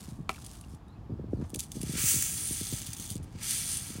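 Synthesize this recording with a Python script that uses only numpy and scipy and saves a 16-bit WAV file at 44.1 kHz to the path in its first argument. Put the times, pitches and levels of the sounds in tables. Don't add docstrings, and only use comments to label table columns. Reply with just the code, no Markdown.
import sys
import numpy as np
from scipy import signal
from scipy.io import wavfile

SR = 44100
rng = np.random.default_rng(int(sys.argv[2]) if len(sys.argv) > 2 else 0)


def dump_mix(stems):
    frames = np.atleast_2d(stems).T
    limited = np.clip(frames, -1, 1)
    pcm = np.round(limited * 32767).astype(np.int16)
    wavfile.write(sys.argv[1], SR, pcm)


N = 176400
TIME = np.arange(N) / SR
CLUMP_GRAINS_PER_S = 8000

# frequency_hz, gain_db
SEED_SPECTRUM = [(1000, 5.5), (2000, -2.5), (2700, 3), (4000, 4.5), (7000, 5.5), (9200, 7), (11500, 0),
                 (15500, -7)]
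HARD_HIT_SPECTRUM = [(1200, -28), (2500, -0.5), (4500, 5), (6500, 7), (8200, 9.5), (10300, 14), (12000, -3),
                     (15500, -3)]
CAP_SPECTRUM = [(1200, -33), (2600, -10.5), (4800, -39), (5700, -5), (6800, -1), (7500, -0.5), (8350, -2),
                (8900, -2), (11000, -6.5), (13200, -12), (15500, -4)]


def from_db(db):
    return 10 ** (np.asarray(db) / 20)


def level(rows):
    return from_db(np.interp(TIME, *np.transpose(rows), left=-140, right=-140))


def gain_at(spectrum, hz):
    frequencies, db = np.transpose(spectrum)
    return from_db(np.interp(np.log(hz), np.log(frequencies), db))


def bursts(rows, attack_s):
    out, age = np.zeros(N + SR), TIME[:SR // 4]
    for start_s, db, decay_s in rows:
        start = int(start_s * SR)
        rise = np.minimum(age / attack_s, 1)
        fall = np.exp(-np.clip(age - attack_s, 0, 20 * decay_s) / decay_s)
        out[start:start + len(age)] += from_db(db) * rise * fall
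    return out[:N]


def ring(force, hz, t60_s):
    radius, angle = from_db(-60 / (t60_s * SR)), 2 * np.pi * hz / SR
    return signal.lfilter([.5, 0, -.5], [1, -2 * radius * np.cos(angle), radius ** 2], force + 1e-18)


def reverberation(sound, t60_s):
    age = TIME[:SR // 2]
    response = rng.standard_normal(len(age)) * from_db(-60 * age / t60_s)
    return signal.fftconvolve(sound, response / np.linalg.norm(response))[:N]


def shaped_noise(spectrum, envelope):
    edges_hz = 20 * 2 ** np.arange(0, 10.1, .5)
    white = rng.standard_normal((2, N)) * envelope + 1e-18
    out, power = 0, 0
    for k, (low, high) in enumerate(zip(edges_hz, edges_hz[1:])):
        gain = gain_at(spectrum, np.sqrt(low * high))
        band = signal.butter(2, [low, high], "band", fs=SR, output="sos")
        out = out + gain * signal.sosfilt(band, white[k % 2])
        power += gain ** 2 * (high - low) * 2 / SR
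    return out / np.sqrt(power)


def impacts(envelope, per_s, spectrum, size_spread_db=2.5, t60_s=.008):
    chance = np.clip(per_s / SR, 1e-6, .9) * np.ones(N)
    sizes = rms_one(from_db(size_spread_db * np.minimum(rng.exponential(1, N), 4.5)))
    hits = np.flatnonzero((rng.random(N) < chance) & (envelope > 1e-6))
    force = (sizes * envelope / np.sqrt(chance))[hits]
    modes_hz = np.linspace(1000, 15800, 48)
    gains = gain_at(spectrum, modes_hz)
    couplings = rng.standard_normal((len(modes_hz), 4093))
    out, clicks = np.zeros((2, N))
    active = slice(hits[0], hits[-1] + SR // 20)
    for hz, gain, coupling in zip(modes_hz, gains / np.linalg.norm(gains), couplings):
        clicks[hits] = gain * force * coupling[hits % len(coupling)]
        out[active] += ring(clicks[active], hz, t60_s)
    return out * np.sqrt(4 * np.log(1000) / (t60_s * SR))


def rms_one(x):
    return x / np.sqrt(np.mean(x ** 2) + 1e-20)


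def stream(flow, spectrum):
    envelope = level(flow)
    per_s = 5000 * (envelope / from_db(-39)) ** .45
    return impacts(envelope, per_s, spectrum)


def wind():
    # time_s, level_db
    gusts = [(0, -46), (.6, -48.5), (.95, -47.5), (1.35, -40), (1.48, -47.5), (2.1, -45), (2.35, -44.5),
             (2.75, -48.5), (3.3, -44.5), (4, -47)]
    # frequency_hz, gain_db
    rumble_spectrum = [(22, -30), (45, -3.5), (70, 2), (120, -0.5), (230, -6.5), (400, -21), (700, -49),
                       (1500, -65)]
    air_spectrum = [(100, 10.5), (400, -16.5), (650, -0.5), (900, -0.5), (1300, -9), (2000, -17.5),
                    (4000, -21.5), (6000, -28), (10000, -32.5), (15000, -40)]
    return shaped_noise(rumble_spectrum, level(gusts)) + shaped_noise(air_spectrum, from_db(-56.5))


def settling_seeds():
    # time_s, level_db
    shifting = [(0, -52), (.02, -54.5), (.09, -55.5), (.16, -67), (.285, -81), (.297, -47.5), (.35, -55),
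                (.43, -56), (.47, -56.5), (.55, -56), (.66, -66), (.74, -63), (.8, -85)]
    return impacts(level(shifting), 1400, SEED_SPECTRUM)


def handling(end_hz=99, sink_s=.0043, attack_s=.0035, decay_s=.009):
    # start_s, peak_db, start_hz
    bumps = [(.082, -32, 323), (.12, -32.5, 258), (0.188, -32, 340), (.202, -32.5, 380),
             (0.436, -38.5, 262), (0.66, -38, 343), (0.735, -38, 376), (1.095, -32, 503), (1.102, -33, 543),
             (1.118, -28.5, 380), (1.135, -32.5, 378), (1.189, -41, 590), (1.194, -31, 707),
             (1.24, -30.5, 600), (1.283, -34.5, 340), (1.3311, -20.5, 687), (1.37, -34.5, 520),
             (1.388, -30, 427), (1.4, -28.5, 500), (1.412, -31, 530), (1.422, -27, 480), (1.532, -31, 530),
             (1.553, -32.5, 690), (1.567, -33.5, 527), (1.754, -34.5, 530), (1.767, -27, 424),
             (1.803, -31, 338), (1.833, -25, 490), (1.865, -31, 294), (1.893, -25, 386), (1.906, -32, 258),
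             (1.935, -30, 460), (1.952, -30, 484), (1.98, -33, 456), (1.992, -32, 320), (2.037, -25, 307),
             (2.14, -30.5, 510), (2.161, -25, 257), (2.188, -35, 320), (2.508, -28, 450),
             (2.611, -29.5, 520), (2.724, -29, 534), (2.735, -30, 262), (2.81, -37.5, 286),
             (2.885, -33.5, 218), (2.995, -37.5, 485), (3.111, -31, 220), (3.155, -28, 448),
             (3.198, -32, 395), (3.245, -43, 530), (3.35, -36, 463), (3.902, -35, 496), (3.953, -34, 480),
             (3.984, -32, 470)]
    # start_s, level_db, decay_s
    scuffs = [(1.411, -51, 0.014), (1.438, -51, 0.011)]
    # frequency_hz, gain_db
    rub_spectrum = [(30, -17), (70, 12.5), (130, 1), (240, -4), (380, -13.5), (520, -13), (720, -39),
                    (1000, -33), (2500, -66)]
    scuff_spectrum = [(500, -6), (1100, 5.5), (2400, -9.5), (6000, -13.5), (14000, -37)]
    thuds, age = np.zeros(N + SR), TIME[:SR // 8]
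    rise = np.sin(np.pi / 2 * np.minimum(age / attack_s, 1)) ** 2
    fall = np.exp(-np.maximum(age - attack_s, 0) / decay_s)
    for (start_s, db, start_hz), phase in zip(bumps, rng.random(len(bumps))):
        hz = end_hz + (start_hz - end_hz) * np.exp(-age / sink_s)
        tone = np.sin(2 * np.pi * (phase + np.cumsum(hz) / SR))
        start = int(start_s * SR)
        thuds[start:start + len(age)] += from_db(db) * rise * fall * tone
    rubs = [(start_s, db - 8.5, .0094) for start_s, db, _ in bumps]
    rubbing = shaped_noise(rub_spectrum, bursts(rubs, attack_s=.002))
    scuffing = shaped_noise(scuff_spectrum, bursts(scuffs, attack_s=.002))
    return thuds[:N] + rubbing + scuffing


def seed_jolt():
    # start_s, level_db, decay_s
    jolt = [(.2922, -36, 0.00079)]
    return impacts(bursts(jolt, attack_s=.00029), 3 * CLUMP_GRAINS_PER_S, SEED_SPECTRUM)


def cavity(grains):
    # centre_hz, width_hz, added_gain
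    resonances = [(1340, 150, 0.48), (1660, 220, 0.36), (3320, 480, 0.5), (6640, 180, 0.092)]
    resonant = grains + sum(gain * signal.lfilter(*signal.iirpeak(hz, hz / width_hz, fs=SR), grains)
                            for hz, width_hz, gain in resonances)
    return resonant + from_db(-8.5) * reverberation(resonant, t60_s=.048)


def knock():
    # start_s, level_db, cutoff_hz
    contacts = [(.29299, -25, 9050), (.2937, -23, 2276), (.29458, -15, 1164), (.3036, -24, 674)]
    # pitch_hz, gain_db, t60_s
    modes = [(257, -22, .053), (389, -13, .046), (658, -15, .031), (770, -12, .036), (981, -10, .018),
             (1146, -10, .015), (1311, -9, .026), (1665, -11, .009), (2032, -10, .024), (2285, -5, .014),
             (2663, -13, .025), (3099, -7, .002), (3893, -14, .009), (6961, -8, .002)]
    force = np.zeros(N)
    for start_s, db, cutoff_hz in contacts:
        softness = np.exp(-2 * np.pi * cutoff_hz / SR)
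        impulse = from_db(db) * signal.unit_impulse(N, int(start_s * SR))
        force += signal.lfilter([1 - softness], [1, -softness], impulse + 1e-18)
    body = sum(from_db(db) * ring(force, hz, t60_s) for hz, db, t60_s in modes)
    return body + from_db(-16.5) * reverberation(body, t60_s=.22)


def clacks():
    # start_s, level_db, pitch_hz
    strikes = [(0.315, -41, 2680), (0.346, -43, 2350), (0.362, -45, 2700), (.365, -49, 1710),
               (.381, -44, 1380), (.64, -47, 2800)]
    return sum(ring(from_db(db) * signal.unit_impulse(N, int(start_s * SR)), hz, t60_s=.018)
               for start_s, db, hz in strikes)


def clumps():
    # start_s, level_db, decay_s
    drops = [(.445, -44.5, 0.0037), (.4623, -41.5, 0.0055), (.5337, -47.5, .003), (.568, -54, 0.0041),
             (.611, -46, 0.0023), (.6928, -62, 0.008), (.7467, -55, 0.0037), (.881, -65.5, .004),
             (1.5925, -37.5, 0.013), (1.6357, -46.5, .009), (1.718, -38, 0.0031), (1.8143, -35, 0.0031),
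             (1.83, -31.5, 0.0019), (2.6101, -35, 0.0039), (2.8639, -39.5, 0.013), (2.9317, -33, 0.003),
             (2.967, -40, 0.0021), (3.0006, -39, 0.004), (3.047, -46, 0.0045), (3.1023, -29, 0.0023),
             (3.116, -42, .013), (3.1547, -44.5, 0.0046), (3.2301, -56, 0.013), (3.508, -25.5, 0.0023),
             (3.77, -33, 0.0033)]
    return impacts(bursts(drops, attack_s=.000083), CLUMP_GRAINS_PER_S, HARD_HIT_SPECTRUM)


def ticks(decay_s=.00055):
    # start_s, level_db
    hits = [(0.514, -39), (1.496, -44), (1.5025, -37), (1.5424, -34), (1.5454, -24), (1.5468, -25),
            (1.5575, -35), (1.5599, -27), (1.5902, -29), (1.594, -22.5), (1.599, -26.5), (1.6045, -24),
            (1.7181, -26), (2.342, -28), (2.3792, -31), (2.5306, -39), (2.669, -25.5), (2.8174, -30),
            (2.9035, -47), (3.1544, -35.5), (3.166, -36), (3.179, -39.5), (3.2283, -50), (3.243, -43.5),
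            (3.3255, -50)]
    envelope = bursts([(start_s, db, decay_s) for start_s, db in hits], attack_s=.00011)
    return shaped_noise(HARD_HIT_SPECTRUM, envelope)


def bird(blur_hz=110):
    # start_s, length_s, start_hz, end_hz, level_db
    whistles = [(0.87, .08, 3720, 4220, -70), (0.94, 0.07, 2280, 3210, -71), (1.08, .05, 5400, 4600, -76),
                (1.303, 0.13, 6240, 2980, -70.5)]
    lowpass = signal.butter(2, blur_hz, fs=SR, output="sos")
    blur = rms_one(signal.sosfilt(lowpass, rng.standard_normal(N)))
    song = np.zeros(N)
    for start_s, length_s, start_hz, end_hz, db in whistles:
        progress = np.clip((TIME - start_s) / length_s, 0, 1)
        hz = start_hz + (end_hz - start_hz) * progress
        song += from_db(db) * np.sin(np.pi * progress) * np.sin(2 * np.pi * np.cumsum(hz) / SR)
    distant = song * blur
    return distant + from_db(-4) * reverberation(distant, t60_s=.3)


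def wall_pour():
    # time_s, level_db
    flow = [(1.3, -77.5), (1.48, -70), (1.535, -69.5), (1.63, -48), (1.68, -67), (1.76, -50), (1.8, -56),
            (1.9, -44.5), (1.98, -40.5), (2.1, -34.5), (2.32, -42.5), (2.55, -42), (2.78, -44), (2.95, -60),
            (3.05, -45), (3.095, -56), (3.13, -52), (3.19, -76), (3.3, -88), (3.37, -73), (3.43, -40),
            (3.51, -34), (3.66, -40), (3.73, -36), (3.81, -45.5), (3.9, -46), (4.0, -55.5)]
    # frequency_hz, gain_db
    spectrum = [(1200, -29.5), (2000, -13.5), (2700, -11.5), (3300, -9.5), (3800, -8.5), (4400, -6),
                (5200, -7.5), (6400, -1.5), (7000, -9), (8100, 0), (8650, -5), (9200, -2.5), (10000, -2.5),
                (11000, -12.5), (13000, -11), (15500, -21)]
    return stream(flow, spectrum)


def bulk_slide():
    # time_s, level_db
    flow = [(1.8, -62), (1.93, -55), (1.98, -40), (2.1, -49), (2.3, -57), (2.9, -57), (3.3, -71),
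            (3.43, -51), (3.57, -56), (3.8, -55), (4.0, -56.5)]
    # frequency_hz, gain_db
    spectrum = [(950, -24), (1300, 1.5), (1600, 1), (2500, 5), (3400, -1.5), (4500, 3), (8000, -2),
                (15500, -29)]
    return stream(flow, spectrum)


def cap_pelting():
    # time_s, level_db
    flow = [(1.97, -37), (2.03, -33), (2.095, -25.5), (2.16, -31.5), (2.25, -35.5), (2.36, -43.5),
            (2.6, -47.5)]
    # start_s, level_db, decay_s
    lump = [(2.2215, -23.5, .004)]
    surge = impacts(bursts(lump, attack_s=.0016), 3 * CLUMP_GRAINS_PER_S, CAP_SPECTRUM)
    return stream(flow, CAP_SPECTRUM) + surge


def skating():
    # time_s, level_db
    flow = [(2.15, -53), (2.35, -41.5), (2.53, -38.5), (2.62, -48), (2.76, -48), (2.88, -66), (2.98, -51.5),
            (3.12, -58), (3.2, -84), (3.4, -79), (3.5, -37.5), (3.64, -45), (3.74, -39), (3.85, -48),
            (4, -62)]
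    # frequency_hz, gain_db
    spectrum = [(1000, -50), (7500, -20), (9000, 2), (9900, 0), (11500, -17), (15500, -35)]
    return stream(flow, spectrum)


def trickle():
    # time_s, level_db
    flow = [(2.2, -52.5), (2.65, -46.5), (2.9, -50), (3.13, -49.5), (3.2, -92), (3.4, -64), (3.5, -49),
            (4, -57.5)]
    # frequency_hz, gain_db
    spectrum = [(1200, -22), (2500, -14), (3400, 6.5), (4500, -0.5), (5500, -8), (6400, 11.5), (7100, 5),
                (9500, 2.5), (12000, -6), (15500, 2)]
    return impacts(level(flow), 330, spectrum)


def scene():
    first_bottle = settling_seeds() + knock() + clacks()
    pouring = wall_pour() + bulk_slide() + cap_pelting() + skating() + trickle()
    grains = seed_jolt() + clumps() + ticks() + pouring
    return (first_bottle + cavity(grains) + handling() + wind() + bird())[None]


def record(dry):
    highpass = signal.butter(4, 38, "high", fs=SR, output="sos")
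    lowpass = signal.ellip(12, .2, 80, 15850, fs=SR, output="sos")
    return signal.sosfilt(lowpass, signal.sosfilt(highpass, dry))


dry = scene()
out = record(dry)
dump_mix(out)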